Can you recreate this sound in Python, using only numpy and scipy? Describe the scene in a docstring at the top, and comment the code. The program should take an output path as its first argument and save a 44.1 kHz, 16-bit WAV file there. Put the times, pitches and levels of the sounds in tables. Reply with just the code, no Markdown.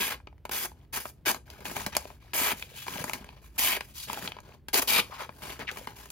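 """Knife slicing a paper leaflet

A pocket knife cuts a folded leaflet on a wooden table, close to a pair of microphone ports.
Each stroke bites, runs and rips free: thousands of random fibre snaps ring the sheet through filtered registers.
Between strokes the paper slides with a looser crackle, wrinkles chirp, creases pop as noise bursts,
a finger judders over the sheet as resonated slips, and hands bump the table as sinking low tones.
A small room with a low rumble of coloured noise lies behind."""
import sys
import numpy as np
from scipy import signal
from scipy.fft import rfft, irfft, next_fast_len
from scipy.io import wavfile

SR = 44100
rng = np.random.default_rng(int(sys.argv[2]) if len(sys.argv) > 2 else 0)


def dump(signal):
    """Clip the signal to [-1, 1] and save it as 16-bit WAV at the path in sys.argv[1]."""
    limited = np.clip(np.atleast_2d(signal).T, -1, 1)
    pcm = np.round(limited * 32767).astype(np.int16)
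    wavfile.write(sys.argv[1], SR, pcm)


N = 269451
HZ = np.fft.rfftfreq(4096, 1 / SR)  # frequency grid of the paper's filters


def amp(db):
    """Decibels to gain."""
    return 10 ** (np.asarray(db) / 20)


def unit(x):
    """Scales to energy 1."""
    return x / np.sqrt(np.sum(x ** 2) + 1e-20)


def read(points, hz):
    """Joins (Hz, value) points on a log-frequency axis."""
    f, value = np.transpose(points)
    return np.interp(np.log(hz + 1), np.log(f + 1), value)


def add(mix, s, sound):
    """Lays a sound into the mix at time s."""
    part = mix[max(round(s * SR), 0):][:len(sound)]
    part += sound[:len(part)]


def causal(gain):
    """The quickest-starting (minimum-phase) impulse response with this gain."""
    mirrored = np.r_[gain, gain[-2:0:-1]]
    log_gain = np.log(np.maximum(mirrored, 1e-5))
    spectrum = np.exp(np.conj(signal.hilbert(log_gain)))
    return np.fft.ifft(spectrum).real[:len(gain)]


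def resonate(x, hz, width_hz):
    """A resonance of gain 1 that follows the curve hz: shift down to zero, low-pass, shift back."""
    turn = np.exp(2j * np.pi * np.cumsum(hz) / SR)
    r = np.exp(-np.pi * width_hz / SR)
    return 2 * (turn * signal.lfilter([1 - r], [1, -r], x / turn)).real


def dying_noise(t60):
    """Bending waves scattering from folds and edges: decaying noise of energy 1."""
    t = np.arange(len(HZ)) / SR
    return unit(rng.standard_normal(len(t)) * amp(-60 * t / max(t60, .002)))


def progress(start, end, tail_s):
    """One move of the hand: times, share done, an arch that peaks midway, seconds since the move ended."""
    step_s = .001
    s = np.arange(start, end + tail_s, step_s)
    done = np.clip((s - start) / (end - start), 0, 1)
    arch = 1 - (2 * done - 1) ** 2
    return s, done, arch, np.maximum(s - end, 0)


def cut(start, end, first_db, last_db, swell_db, flap_db, first_sizzle_db, last_sizzle_db, hz):
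    """The blade bites, runs through the taut sheet and comes free: rows of (s, level, flap, sizzle, resonance)."""
    bite_db, bite_s = -7.5, 0.0026  # the edge starts this far below its level and catches this fast
    drop_db, drop_s = 12.5, 0.0055  # sudden drop as the blade comes free
    fade_db_per_s, tail_s = 306.5, .075  # then the sheet settles
    taut_db = 5.5  # in mid-stroke the sheet is taut and flaps less
    speed_sizzle_db = 1.5  # extra sizzle in mid-stroke, where the blade is fastest
    sink_octaves, late_power = 0.29, 4.6  # the resonance sinks, mostly late, as more paper comes free
    snags_per_s = 30.8  # the blade meets tougher and weaker paper at random
    snag_db, snag_octaves = 0.5, 0.12  # a tough patch is louder and lower
    rip_db, rip_s = 1, 0.028  # the last fibres rip with more body than sizzle

    s, done, arch, after = progress(start, end, tail_s)
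    bite = np.exp((start - s) / bite_s)
    freed = 1 - np.exp(-after / drop_s)
    snag = np.interp((s - start) * snags_per_s, np.arange(len(HZ)), rng.standard_normal(len(HZ)))
    rip = rip_db * np.exp(-np.abs(s - end) / rip_s)

    level = first_db + (last_db - first_db) * done + swell_db * arch
    level = level + snag_db * snag + bite_db * bite - drop_db * freed - fade_db_per_s * after
    flap = flap_db - taut_db * arch
    sizzle = first_sizzle_db + (last_sizzle_db - first_sizzle_db) * done + speed_sizzle_db * arch
    sunk = sink_octaves * done ** late_power + snag_octaves * snag
    return np.column_stack([s, level + rip, flap, sizzle - rip, hz / 2 ** sunk])


def knife(cuts):
    """The edge breaks fibres so fast that they fuse into a rasp."""
    # colour of the cut paper: [f/Hz, relative density/dB]
    cut_colour = [(90, -31.5), (180, -0.5), (400, 0.5), (650, 0), (950, 3.5), (1400, -3), (2600, -2.5),
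                  (3500, -0.5), (4800, -3.5), (5600, -7.5), (7000, -11.5), (9000, -10.5), (11500, -17),
                  (14000, -15), (16000, -24.5)]
    return friction(cuts, cut_colour, per_s=9000, spread_db=3.0, clump_db=2.5, clumps_per_s=420,
                    t60=0.027, ring_db=-3.0, free_db=1.0, free_width_hz=2940,
                    trim_db=(0.3, .8, 2.5), count=3)


def slide(start, end, first_db, last_db, flap_db, sizzle_db, hz):
    """The paper gets moving, swells and comes to rest in one colour: rows of (s, level, flap, sizzle, resonance)."""
    start_db, start_s = -4.5, 0.0086  # a push starts this far below its level and gets moving this fast
    swell_db = 2  # each push is fastest in its middle
    fade_db_per_s, tail_s = 335, .06  # the paper comes to rest
    s, done, arch, after = progress(start, end, tail_s)
    level = first_db + (last_db - first_db) * done + swell_db * arch
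    level = level + start_db * np.exp((start - s) / start_s) - fade_db_per_s * after
    return np.column_stack(np.broadcast_arrays(s, level, flap_db, sizzle_db, hz))


def sliding(slides):
    """The leaflet drags over wood and skin with a looser crackle."""
    # colour of the dragged paper: [f/Hz, relative density/dB]
    slide_colour = [(90, -1.5), (180, 3), (500, -4.5), (900, -3), (1400, -8.5), (2400, -7), (3800, -3),
                    (5000, -6), (5700, -6.5), (9000, -10), (13000, -17), (16000, -19.5)]
    return friction(slides, slide_colour, per_s=4000, spread_db=3.0, clump_db=3.5, clumps_per_s=150,
                    t60=0.023, ring_db=-1.0, free_db=0.5, free_width_hz=2800,
                    trim_db=(-.8, -.7, 1.5), count=4)


def friction(strokes, colour, per_s, spread_db, clump_db, clumps_per_s, t60, ring_db,
             free_db, free_width_hz, trim_db, count=6):
    """Tiny snaps of uneven size come in clumps; each rings one of a few spots of the sheet."""
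    out = np.zeros(N)
    filters = [causal(gain) for gain in registers(colour)]
    for rows in strokes:
        s, level, flap, sizzle, free_hz = np.transpose(rows)
        t = np.arange(s[0], s[-1], 1 / SR)
        chance = rng.random(SR)[:len(t)]
        size = rng.standard_normal(SR)[:len(t)]
        spot = rng.integers(0, count, SR)[:len(t)]
        clump_sizes = rng.uniform(-1.8, 1, len(HZ))
        clumps = np.interp((t - s[0]) * clumps_per_s, np.arange(len(HZ)), clump_sizes)
        snap_gain = amp(spread_db * np.abs(size) + clump_db * clumps)
        snaps = (chance < per_s / SR) * np.sign(size) * snap_gain
        rung = sum(signal.fftconvolve(snaps * (spot == k), sheet(t60, ring_db))[:len(t)]
                   for k in range(count))
        # the loose paper beside the contact resonates at the stroke's own pitch curve
        centre_hz = np.interp(t, s, free_hz)
        free = resonate(resonate(rung, centre_hz, free_width_hz), centre_hz, free_width_hz)
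        rung = rung + amp(free_db) * free
        # crack, flap and sizzle each follow their own level curve
        for response, db, trim in zip(filters, (level, level + flap, level + sizzle), trim_db):
            band = unit(signal.fftconvolve(rung, response)[:len(t)]) * np.sqrt(len(t))
            add(out, s[0], band * amp(np.interp(t, s, db) + trim))
    return out


def sheet(t60, ring_db):
    """One spot of paper: a kick, then its ring."""
    ring = amp(ring_db) * dying_noise(t60)
    ring[0] = 1
    return unit(ring)


def registers(colour):
    """Splits the paper's sound into crack, flap and sizzle: three gains, each of power 1."""
    # resonances of the sheet held over the table: [f/Hz, width/Hz, boost/dB]
    body = [(412.5, 19, 8), (966, 150, 5), (1620, 43, 10), (2400, 410, 6.5), (2955, 140, 5), (3293, 140, 3),
            (3890, 17, -1.5), (4580, 180, 5), (4995, 41, 12.5)]
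    body_db = sum(db / (1 + (2 * (HZ - hz) / width) ** 2) for hz, width, db in body)
    gain = amp(read(colour, HZ) + body_db)
    flap = 1 / (1 + (HZ / 1000) ** 6)
    below_sizzle = 1 / (1 + (HZ / 7500) ** 8)
    shares = [np.abs(below_sizzle - flap), flap, 1 - below_sizzle]
    return [unit(gain * np.sqrt(share)) * np.sqrt(len(HZ)) for share in shares]


def crinkles(strokes, per_s, size_db, spread_db, lowest_hz, highest_hz, cycles):
    """Small wrinkles give way one by one, each a brief sine at its own pitch, following level and flap."""
    out = np.zeros(N)
    t = np.arange(SR // 50) / SR
    for rows in strokes:
        s, level, flap = np.transpose(rows)[:3]
        span = s[-1] - s[0]
        for when, pitch, size in rng.random((500, 3))[:int(per_s * span)]:
            at = s[0] + when * span
            hz = lowest_hz * (highest_hz / lowest_hz) ** pitch
            # a weak flap holds the wrinkles back
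            db = np.interp(at, s, level + np.minimum(flap, 0) / 2) + size_db + spread_db * size
            add(out, at, amp(db) * np.sin(2 * np.pi * hz * t) * np.exp(-hz * t / cycles))
    return out


def pops(crack_db=-2.5, sizzle_db=0.0, ring_db=0.0, buckle_t60=0.0086, panel_db=10.0, panel_octaves=0.96):
    """A crease flips over: a quick buckling burst, then the short ring of the panel beside it."""
    # creases popping and the blade catching:
    # [t/s, nominal level/dB, sizzle re level/dB, ring t60/s, panel resonance f/Hz]
    creases = [(0.2017, -60, -30, 0.02, 794), (0.272, -43.5, -39.5, 0.021, 1005),
               (.3277, -64, -33, .016, 745), (0.3805, -67, -9, .018, 1600), (0.4531, -38, -7, 0.031, 950),
               (0.494, -36.5, -9, .018, 1000), (.6631, -50, -1.5, .016, 850),
               (0.7167, -54.5, -20, 0.018, 800), (.936, -46.5, -10, .016, 1400),
               (0.9728, -34, -16, .012, 1760), (1.0551, -34.5, -13, 0.027, 1400),
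               (1.2595, -36, 2, 0.026, 1800), (1.3135, -34, 3.5, .01, 1500), (1.346, -35, -7, 0.021, 1250),
               (1.502, -50, 3.5, 0.0175, 2100), (1.606, -48.5, -7, .023, 650),
               (1.6546, -33.5, -4.5, 0.088, 2000), (1.6985, -44, -8, 0.02, 1300),
               (1.7668, -33, -10, 0.011, 1010), (1.8052, -42.5, -7, 0.027, 857),
               (1.864, -30, 0, 0.041, 1330), (1.9513, -29, -9.5, 0.034, 1500), (1.967, -26, 4, 0.02, 1090),
               (2.0541, -49.5, -11, 0.016, 700), (2.103, -50.5, -12, 0.03, 664),
               (2.3342, -29.5, -20.5, 0.025, 2420), (2.6246, -34.5, -11, .016, 2680),
               (2.8663, -41, -14, .014, 980), (2.8816, -31.5, -18.5, 0.02, 1276),
               (2.9572, -41, -11.5, 0.021, 890), (2.9812, -39.5, -15, 0.011, 1900),
               (3.0415, -34.5, 0, 0.012, 900), (3.096, -35, -4.5, 0.02, 1170),
               (3.134, -31, -1, 0.054, 1800), (3.2442, -49.5, -4.5, 0.021, 900),
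               (3.2902, -44.5, -19.5, 0.023, 1450), (3.7725, -35, -17, 0.017, 1140),
               (3.8081, -31, -11, 0.018, 1760), (4.0855, -39, -27, 0.015, 2190),
               (4.099, -35.5, -22, 0.018, 1010), (4.131, -36.5, 1, 0.027, 1500),
               (4.2586, -44, 2.5, .018, 1400), (4.276, -28.5, -28, 0.019, 3030),
               (4.32, -35, -21, 0.0062, 2240), (4.3672, -49, -22, .021, 860),
               (4.387, -45.5, -33, .018, 1300), (4.4038, -60.5, 7, .014, 1090),
               (4.685, -36.5, -3, 0.031, 1380), (4.743, -25.5, 2, 0.039, 2400),
               (4.7928, -38.5, 8, .016, 1400), (5.2925, -47, -22, 0.019, 590),
               (5.421, -46, -6, 0.017, 1500), (5.5933, -47, 0, 0.013, 1010), (5.7141, -40, -3, .017, 3470),
               (5.7721, -38.5, -8.5, 0.02, 1300), (5.8723, -33.5, -15, 0.038, 1500),
               (6.0575, -47, -3, 0.02, 1300), (6.1028, -47, 8, 0.06, 1400)]
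    # colour of a pop: [f/Hz, relative density/dB]
    pop_colour = [(90, -18.5), (200, 2), (450, -1.5), (900, 0), (1400, -2.5), (2400, 0), (4500, -6),
                  (6000, -12.5), (9000, -15.5), (13000, -24), (16000, -26)]
    # flap re level for a 1 kHz panel; smaller, higher panels flap less
    flap_db, flap_db_per_octave = 1.5, -9.5
    out = np.zeros(N)
    crack, flap, sizzle = registers(pop_colour)
    kick = np.sqrt(.008 * SR)  # levels are rms over 8 ms
    for s, level, high, t60, panel_hz in creases:
        low = flap_db + flap_db_per_octave * np.log2(panel_hz / 1000)
        octaves_off = np.log2((HZ + 1) / panel_hz)
        panel = amp(panel_db * np.exp(-.5 * (octaves_off / panel_octaves) ** 2))
        parts = [(crack, crack_db), (flap, low), (sizzle, high + sizzle_db)]
        power = sum((unit(part * panel) * amp(db)) ** 2 for part, db in parts)
        gain = np.sqrt(len(HZ) * power)
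        burst = unit(dying_noise(buckle_t60) + amp(ring_db) * dying_noise(t60))
        add(out, s, kick * amp(level) * signal.fftconvolve(burst, causal(gain)))
    return out


def judder(slips_per_s=1800):
    """Skin sticks and slips on the paper; the resonance sinks as the sheet bends."""
    # a finger juddering over the sheet:
    # [start t/s, loudest t/s, end t/s, level/dB, middle resonance f/Hz, sinking/octaves, nominal width/Hz]
    rubs = [(5.107, 5.118, 5.175, -41, 1015, .1, 202), (5.174, 5.213, 5.26, -39.5, 995, 0.05, 260),
            (5.596, 5.605, 5.64, -38.5, 1810, 0.45, 700), (5.67, 5.693, 5.71, -31, 1980, 1, 566)]
    swell_db = 15.5  # a rub rises and falls by this much
    out = np.zeros(N)
    for start, loudest, end, level, mid_hz, sink, width in rubs:
        t = np.arange(start, end, 1 / SR)
        place = np.interp(t, [start, loudest, end], [-1, 0, 1])
        slips = ((rng.random(SR) < slips_per_s / SR) * rng.uniform(-1.17, 1, SR))[:len(t)]
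        hz = mid_hz * 2 ** (-sink * place / 2)
        # two wide passes make one narrower resonance
        ring = resonate(resonate(slips, hz, 2 * width), hz, 2 * width)
        add(out, start, unit(ring) * np.sqrt(len(t)) * amp(level - swell_db * place ** 2))
    return out


def bumps(rise_s=0.00021, sag=0.12):
    """A cushioned push rings a few low cycles, sinking as the contact relaxes."""
    # soft bumps of the hands and the leaflet on the table: [t/s, level/dB, middle pitch f/Hz]
    knocks = [(0.515, -42.5, 215), (1.27, -25, 321), (1.703, -34.5, 209), (1.867, -26, 191),
              (2.414, -28, 250), (2.531, -31, 221), (2.958, -37.5, 180), (3.004, -31, 154),
              (3.043, -32.5, 202), (3.211, -38, 210), (4.23, -35.5, 174), (4.752, -23, 408),
              (4.793, -30.5, 265), (5.593, -33.5, 428), (5.813, -38.5, 512), (5.875, -39, 253)]
    t60 = 0.043
    out = np.zeros(N)
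    t = np.arange(SR // 5) / SR
    for s, level, hz in knocks:
        # the pitch slides from sag above its middle to sag below
        turns = np.cumsum(hz * (1 + sag * (2 * amp(-30 * t / t60) - 1))) / SR
        envelope = amp(level - 60 * t / t60) * (1 - np.exp(-t / rise_s))
        add(out, s, envelope * np.sin(2 * np.pi * turns))
    return out


def echoed(x):
    """Nearby surfaces repeat the sound within a few milliseconds."""
    # early echoes from the table top, the hands and other close surfaces: [delay t/s, level/dB]
    echoes = [(.0013, -35.5), (.0029, -45.5), (.0047, -15.5), (.0083, -21), (0.0139, -20)]
    out = x.copy()
    for delay, db in echoes:
        add(out, delay, amp(db) * x)
    return out


def scatter(x):
    """The same sound with ever-changing phases, as it arrives from many places on the sheet."""
    z = signal.stft(x, nperseg=128)[2]
    phases = np.exp(2j * np.pi * rng.random(z.shape))
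    turned = signal.istft(z * phases, nperseg=128)[1][:N]
    return unit(turned) * np.linalg.norm(x)


def ports(x):
    """The two ports hear the wide sheet with different phase, level and scatter."""
    # phase by which the left port leads: [f/Hz, lead/rad]
    port_lead = [(100, 0.1), (1050, 1.0), (1350, 0.91), (2000, 0.5), (3300, 1.5), (4100, 0.92), (5000, 0.6),
                 (5800, -1.5), (6700, -1.4), (7600, -2.8), (8700, -3.14), (10000, -4.1), (11500, -5.1),
                 (13200, -6.28)]
    # level between the ports: [f/Hz, left minus right/dB]
    port_balance = [(250, 0), (700, 2), (1400, 4), (2400, 1.5), (4500, 4.5), (6000, 2), (8500, 0)]
    # how alike the ports are: [f/Hz, likeness/0-1]
    port_likeness = [(200, 0.98), (900, 0.82), (1500, 0.76), (2500, 0.58), (4000, 0.61), (5400, 0.079),
                     (7000, 0.65), (8300, 1), (9000, 0.96), (10500, 0.79), (12500, 0.95), (13300, 0.98)]
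    # where the paper sounds as the hands move, used about its mean: [t/s, left minus right/dB]
    hand_place = [(0.0, 1.5), (2.12, 4.0), (2.14, 2), (3.18, 4.5), (3.23, 2), (4.86, 3.5), (6.1, 3.0)]

    size = next_fast_len(N + SR // 8)
    hz = np.fft.rfftfreq(size, 1 / SR)
    like = np.clip(read(port_likeness, hz), 0, 1)
    shared = rfft(x + room(x), size) * np.sqrt((1 + like) / 2)
    apart = rfft(scatter(x) + room(x), size) * np.sqrt((1 - like) / 2)
    lean = amp(read(port_balance, hz) / 2)
    left = (shared + apart) * lean
    right = (shared - apart) / lean * np.exp(-1j * read(port_lead, hz))
    pair = np.array([left, right])
    # only the middle of the range follows the hands from side to side
    middle_gain = read([(250, 0), (600, 1), (6500, 1), (8500, 0)], hz)
    middle = irfft(pair * middle_gain, size)[:, :N]
    s, place = np.transpose(hand_place)
    sway = np.interp(np.arange(N) / SR, s, place - place.mean()) / 2
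    return irfft(pair, size)[:, :N] + middle * (amp([sway, -sway]) - 1)


def room(x, wet_db=-15):
    """A faint noise tail from the walls, dying soonest in the highest treble."""
    # decay of the room: [f/Hz, t60/s]
    decay = [(150, 0.33), (1000, 0.16), (4000, 0.17), (9000, 0.21), (16000, 0.091)]
    hz, t, z = signal.stft(rng.standard_normal(SR // 2), SR, nperseg=256)
    fade = amp(-60 * t / read(decay, hz)[:, None]) * (t > .005)
    tail = signal.istft(z * fade, SR, nperseg=256)[1]
    return amp(wet_db) * signal.fftconvolve(x, unit(tail))[:N]


def rumble():
    """Steady low noise of the room, nearly alike at both ports."""
    # colour of the rumble: [f/Hz, relative density/dB]
    rumble_colour = [(20, -35.5), (35, -15.5), (55, 3), (75, 1.5), (95, -7), (125, -2), (170, -12),
                     (350, -18), (600, -29.5), (1200, -38.5), (3000, -43.5), (8000, -58), (16000, -49.5)]
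    level_db = -54  # rms of the part that both ports share
    apart_db = -13.5  # the part that differs between the ports, re the shared part
    colour = amp(read(rumble_colour, np.fft.rfftfreq(N, 1 / SR)))
    shared, apart = (unit(irfft(rfft(rng.standard_normal(N)) * colour, N)) for _ in range(2))
    apart = apart * amp(apart_db)
    return amp(level_db) * np.sqrt(N) * np.array([shared + apart, shared - apart])


def scene():
    """All the paper sounds and table bumps over the room's rumble."""
    # knife strokes: [start t/s, end t/s, nominal start level/dB, nominal end level/dB, mid swell/dB,
    # flap re level/dB, start sizzle re level/dB, end sizzle re level/dB, free paper resonance f/Hz]
    knife_strokes = [(0, 0.094, -28, -36.5, -1.5, -5, -4, -1.5, 2500),
                     (0.099, 0.147, -35.5, -41, 3, -5, -4.5, -11, 1460),
                     (0.512, 0.659, -35, -40, -2, -5, 0, 3.5, 2250),
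                     (0.926, .99, -44.5, -39.5, 4, -6, 1, 0, 1710),
                     (1, 1.102, -43.5, -58, -5.5, -4, 2.5, 7.5, 1620),
                     (1.253, 1.317, -36.5, -34, 7.5, -4, -7, -1, 2070),
                     (1.325, 1.37, -44, -48.5, -3, 0.5, 3, -7.5, 1334),
                     (2.336, 2.525, -36, -32, 3, -5, 3.5, -5, 2110),
                     (3.58, 3.772, -33, -35.5, 5, -10.5, 4.5, -6.5, 2380),
                     (4.731, 4.798, -29.5, -31.5, 0, 0, 2.5, 2.5, 2300),
                     (4.817, 4.829, -27, -34, -1.5, -1, 1, 2.5, 1280),
                     (4.874, 5.001, -29.5, -24, 0, -8, 2.5, -7, 2400)]
    # pushes of the paper over the table: [start t/s, end t/s, nominal start level/dB,
    # nominal end level/dB, flap re level/dB, sizzle re level/dB, free paper resonance f/Hz]
    pushes = [(0.717, .85, -72, -73.5, 4, -6, 1100), (1.157, 1.22, -75, -81, 8, -4, 1100),
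              (1.456, 1.645, -60.5, -56, -1, -6.5, 1430), (1.645, 1.737, -46, -46.5, -1, 0, 1600),
              (1.749, 1.879, -38, -49, -3.5, -2.5, 1150), (1.921, 1.985, -43.5, -49.5, -6, -12.5, 1150),
              (1.986, 2.154, -52, -61.5, -8.5, -3, 1160), (2.201, 2.32, -61, -64.5, -7.5, -8, 1700),
              (2.564, 2.63, -50.5, -52.5, -12.5, 1.5, 1940), (2.637, 2.75, -63.5, -54.5, -9.5, -3.5, 2380),
              (2.748, 2.83, -49, -45.5, -18, -1, 2700), (2.861, 3.029, -41.5, -44.5, -5.5, -2.5, 1130),
              (3.04, 3.107, -44, -47, -1.5, -1, 1100), (3.134, 3.165, -43, -49.5, 2.5, -1, 1500),
              (3.167, 3.4, -57, -63, -0.5, -10, 1060), (3.416, 3.48, -62, -62.5, -9.5, -0.5, 1450),
              (3.511, 3.573, -78, -58, 0, -1, 1300), (3.806, 3.93, -57.5, -64.5, -6.5, 1.5, 2450),
              (3.939, 4.047, -51.5, -46, -35.5, 2.5, 3730), (4.072, 4.272, -43.5, -46, -2, -2, 1350),
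              (4.275, 4.39, -53, -61, -1, -12, 1800), (4.431, 4.55, -63, -60, 3, -8, 960),
              (5.054, 5.106, -55.5, -55, -3, -6, 1150), (5.108, 5.16, -48, -47.5, -13, -10, 1600),
              (5.181, 5.227, -46.5, -42, -14, -7.5, 1700), (5.279, 5.41, -70, -56, 0, -1.5, 1050),
              (5.422, 5.53, -43.5, -43, -3.5, -4, 1470), (5.589, 5.635, -43, -50, 3.5, -9, 1800),
              (5.702, 5.84, -52, -52, -1.5, -1.5, 1500), (5.875, 5.931, -54, -56.5, 2.5, -5, 1650),
              (5.955, 6.072, -52, -57, -4.5, -1.5, 1350)]
    cuts = [cut(*row) for row in knife_strokes]
    slides = [slide(*row) for row in pushes]
    torn = crinkles(cuts, per_s=150, size_db=5.0, spread_db=7, lowest_hz=700, highest_hz=5330, cycles=1.53)
    bent = crinkles(slides, per_s=70, size_db=3.5, spread_db=13, lowest_hz=470, highest_hz=3440, cycles=2.6)
    paper = knife(cuts) + torn + sliding(slides) + bent + pops() + judder()
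    return ports(echoed(paper) + bumps()) + rumble()


def record(dry):
    """The microphone's low cut, then a steep treble limit."""
    low_cut_hz, edge_hz = 34, 15850
    low_cut = signal.butter(4, low_cut_hz, "high", fs=SR, output="sos")
    thinned = signal.sosfilt(low_cut, dry)
    band_limit = signal.firwin(511, edge_hz, window=("kaiser", 9), fs=SR)
    return signal.oaconvolve(thinned, band_limit[None], "same")


dry = scene()
out = record(dry)
dump(out)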